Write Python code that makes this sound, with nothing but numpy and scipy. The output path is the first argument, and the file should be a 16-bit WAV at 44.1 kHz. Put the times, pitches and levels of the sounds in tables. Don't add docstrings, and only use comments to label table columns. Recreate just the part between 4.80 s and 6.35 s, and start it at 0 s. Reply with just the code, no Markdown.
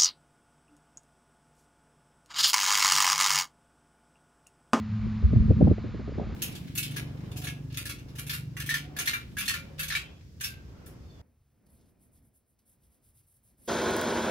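import sys
import numpy as np
from scipy import signal
from scipy.fft import rfft, irfft
from scipy.io import wavfile
from scipy.ndimage import uniform_filter1d

SR = 44100
rng = np.random.default_rng(int(sys.argv[2]) if len(sys.argv) > 2 else 0)


def unload_wav(signal):
    wavfile.write(
        sys.argv[1],
        SR,
        np.round(np.clip(np.atleast_2d(signal).T, -1, 1) * 32767).astype(np.int16),
    )


N = 68355

# time in seconds, level in dB.
DEEP_WIND_LEVEL = [(0, -52), (.15, -47.5), (.24, -31), (.33, -41.5), (.41, -38.5), (.44, -35.5), (.49, -24),
                   (.53, -30), (.57, -22.5), (.61, -32.5), (.65, -24), (.71, -27.5), (.745, -27), (.8, -29),
                   (.85, -15), (.885, -34), (.915, -17), (.96, -42.5), (1.55, -35.5)]
UPPER_WIND_LEVEL = [(0, -43.5), (.19, -59), (.265, -32), (.31, -46), (.45, -37.5), (.5, -34.5),
                    (.535, -20.5), (.55, -31), (.574, -21), (.62, -26), (.68, -25), (.712, -20),
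                    (.738, -32.5), (.785, -24), (.82, -27), (.87, -17.5), (.915, -22), (.95, -42),
                    (1.55, -40)]
# frequency in Hz, relative density in dB.
DEEP_WIND_SPECTRUM = [(18, -34.5), (30, -22.5), (45, -7.5), (65, 0.5), (85, -3.5), (110, -19), (160, -39.5)]
UPPER_WIND_SPECTRUM = [(60, -26.5), (90, -5.5), (120, -1), (170, -6.5), (230, -6), (290, -22), (450, -30.5),
                       (800, -53)]
BUFFET_SPECTRUM = [(60, -23), (140, -1.5), (230, 1.5), (400, -4.5), (550, -9.5), (800, -13), (1200, -22.5)]
# peak time in seconds, level in dB, decay in seconds, cutoff in Hz.
BUFFET_EDDIES = [(0.268, -30.5, 0.0038, 401), (0.429, -38.5, 0.021, 550), (0.537, -18.5, 0.0029, 522),
                 (0.561, -29.5, 0.0038, 670), (0.71, -18, 0.0085, 600), (0.812, -15.5, 0.011, 700),
                 (0.828, -12, 0.0026, 460), (0.848, -24.5, 0.008, 604), (0.876, -18, 0.0095, 860),
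                 (0.914, -15.5, .008, 582), (0.985, -30.5, 0.00616, 610), (1.045, -31, 0.015, 637),
                 (1.093, -40, 0.0095, 547), (1.145, -30.5, 0.013, 520), (1.199, -31.5, 0.011, 810),
                 (1.282, -32, 0.0033, 650), (1.295, -31, 0.0041, 680), (1.325, -31.5, 0.0024, 576),
                 (1.357, -38, 0.0063, 600), (1.385, -24.5, 0.0075, 666), (1.399, -27.5, 0.0075, 880),
                 (1.418, -28.5, 0.014, 770), (1.472, -34, 0.0031, 744), (1.497, -36.5, 0.01, 766),
                 (1.523, -41, 0.026, 624)]
# peak time in seconds, level in dB, half width in seconds, pitch in Hz.
BOOM_EDDIES = [(.453, -14, 0.012, 69), (.572, -16, 0.012, 110), (0.612, -15.5, 0.0088, 55.23),
               (0.709, -11, 0.0051, 91.9), (0.828, -11, 0.0041, 163.7)]
# multiple of the firing rate, level in dB.
ENGINE_PARTIALS = [(1, -33), (2, -32.5), (4, -66), (5, -70)]
# frequency in Hz, level in dB.
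DRIVE_TONES = [(97.5, -41.5), (114, -47)]
GEAR_TONES = [(1233, -69.5), (2283, -74.5), (4129, -80)]
# frequency in Hz, relative density in dB.
EXHAUST_SPECTRUM = [(50, -18.5), (70, -0.5), (100, -1), (118, 6), (135, -10.5), (200, -1), (240, -7.5),
                    (290, -28.5), (400, -35.5)]
RUSH_SPECTRUM = [(150, 4), (260, 5), (400, -16), (600, -3.5), (850, -1.5), (1150, 1.5), (1600, -2),
                 (2500, -5.5), (3200, -10), (4200, -10.5), (5200, -15.5), (5800, -20.5), (7000, -22.5),
                 (7600, -32.5)]
RUSH_SIDE_SPECTRUM = [(150, -3.5), (300, -2.5), (500, -9), (860, 4), (1150, 0.5), (1500, -8.5), (2000, -27),
                      (3200, -28.5), (4300, -37.5), (5200, -27.5), (5900, -17.5), (7400, -18.5)]
# time in seconds, gain in dB.
DRONE_CARRY_GAIN = [(0, -2), (.3, -2.5), (.7, -2.5), (.92, -10), (1.0, -9), (1.12, -12.5), (1.25, -16.5),
                    (1.55, -21)]
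RUSH_CARRY_GAIN = [(0, -.5), (.09, -0.5), (.16, 0.5), (.35, 1), (.5, 0.5), (.9, 0.03), (1.2, -0.5),
                   (1.55, 0.45)]

WIND_LEAD_DB, BUFFET_LEAD_DB = -7.5, -6
LEAD_WANDER_HZ = 45
BUFFET_RISE_S, BOOM_SAG_PER_S = 0.0037, 3
FIRING_HZ = 107.82
EXHAUST_DB, RUSH_DB, RUSH_SIDE_DB = -36, -53, -63.5
TREBLE_CUT_HZ = 7500
SIDE = np.array([[1], [-1]])


def undb(db):
    return 10 ** (np.asarray(db) / 20)


def curve(rows):
    return undb(np.interp(np.arange(N) / SR, *np.array(rows).T))


def walk(rate_hz):
    hold = int(SR / rate_hz)
    steps = rng.standard_normal(200)[np.arange(N) // hold % 200]
    return 1.3 * uniform_filter1d(uniform_filter1d(steps, hold), hold)


def noise(spectrum, cutoff_hz=None):
    hz = np.maximum(np.arange(N // 2 + 1) * SR / N, 1)
    knots_hz, knots_db = np.array(spectrum).T
    gain = undb(np.interp(np.log(hz), np.log(knots_hz), knots_db))
    gain *= np.minimum(hz / knots_hz[0], 1) ** 2 * np.minimum(knots_hz[-1] / hz, 1) ** 4
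    if cutoff_hz:
        gain /= np.sqrt(1 + (hz / cutoff_hz) ** 14)
    shaped = irfft(rfft(rng.standard_normal(N)) * gain, N)
    return shaped / shaped.std()


def tone(hz, waver_db, drift):
    cycles = np.cumsum(hz * (1 + drift * walk(rate_hz=9.7))) / SR + rng.random()
    return np.sqrt(2) * np.sin(2 * np.pi * cycles) * undb(waver_db * walk(rate_hz=14))


def turbulence(spectrum, even_s, lead_db, cutoff_hz=None):
    analytic = signal.hilbert(noise(spectrum, cutoff_hz))
    span = max(int(even_s * SR), 2)
    power = uniform_filter1d(uniform_filter1d(np.abs(analytic) ** 2 / 2, span), span)
    lead_rad = undb(lead_db) * np.tanh(2 * walk(LEAD_WANDER_HZ))
    return np.real(analytic * np.exp(1j * lead_rad * SIDE)) / np.sqrt(power)


def wind():
    deep = turbulence(DEEP_WIND_SPECTRUM, even_s=0.026, lead_db=WIND_LEAD_DB)
    upper = turbulence(UPPER_WIND_SPECTRUM, even_s=0.05, lead_db=WIND_LEAD_DB)
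    return deep * curve(DEEP_WIND_LEVEL) + upper * curve(UPPER_WIND_LEVEL)


def buffets():
    t, out = np.arange(N) / SR, 0
    for peak_s, db, decay_s, cutoff_hz in BUFFET_EDDIES:
        rise = np.exp(-.5 * ((t - peak_s) / BUFFET_RISE_S) ** 2)
        decay = np.exp(-np.abs(t - peak_s) / decay_s)
        envelope = uniform_filter1d(np.where(t < peak_s, rise, decay), size=90)
        pressure = turbulence(BUFFET_SPECTRUM, even_s=0.0048, lead_db=BUFFET_LEAD_DB, cutoff_hz=cutoff_hz)
        out += undb(db) * envelope * pressure
    return out


def booms():
    t, out = np.arange(N) / SR, 0
    for peak_s, db, half_width_s, hz in BOOM_EDDIES:
        cycles = np.cumsum(hz * np.exp(-BOOM_SAG_PER_S * (t - peak_s))) / SR + rng.random()
        swell = undb(db) * np.sqrt(2) * np.exp(-.5 * ((t - peak_s) / half_width_s) ** 2)
        lead_rad = undb(WIND_LEAD_DB) * rng.choice([-1, 1])
        out += swell * np.sin(2 * np.pi * cycles + lead_rad * SIDE)
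    return out


def tractor():
    engine = sum(undb(db) * tone(k * FIRING_HZ, waver_db=0.34, drift=0.0036) for k, db in ENGINE_PARTIALS)
    drive = sum(undb(db) * tone(hz, waver_db=1.5, drift=.01) for hz, db in DRIVE_TONES)
    exhaust = undb(EXHAUST_DB) * noise(EXHAUST_SPECTRUM)
    return (engine + drive + exhaust) * curve(DRONE_CARRY_GAIN)


def mowers():
    mid = undb(RUSH_DB) * noise(RUSH_SPECTRUM)
    side = undb(RUSH_SIDE_DB) * noise(RUSH_SIDE_SPECTRUM) * SIDE
    carry = curve(RUSH_CARRY_GAIN) * undb(0.2 * walk(rate_hz=18))
    whine = sum(undb(db) * tone(hz, waver_db=2.5, drift=0.003) for hz, db in GEAR_TONES)
    return (mid + side) * carry + whine


def scene():
    return tractor() + mowers() + wind() + buffets() + booms()


def record(dry):
    return signal.sosfilt(signal.ellip(10, .2, 80, TREBLE_CUT_HZ, fs=SR, output="sos"), dry)


dry = scene()
out = record(dry)
unload_wav(out)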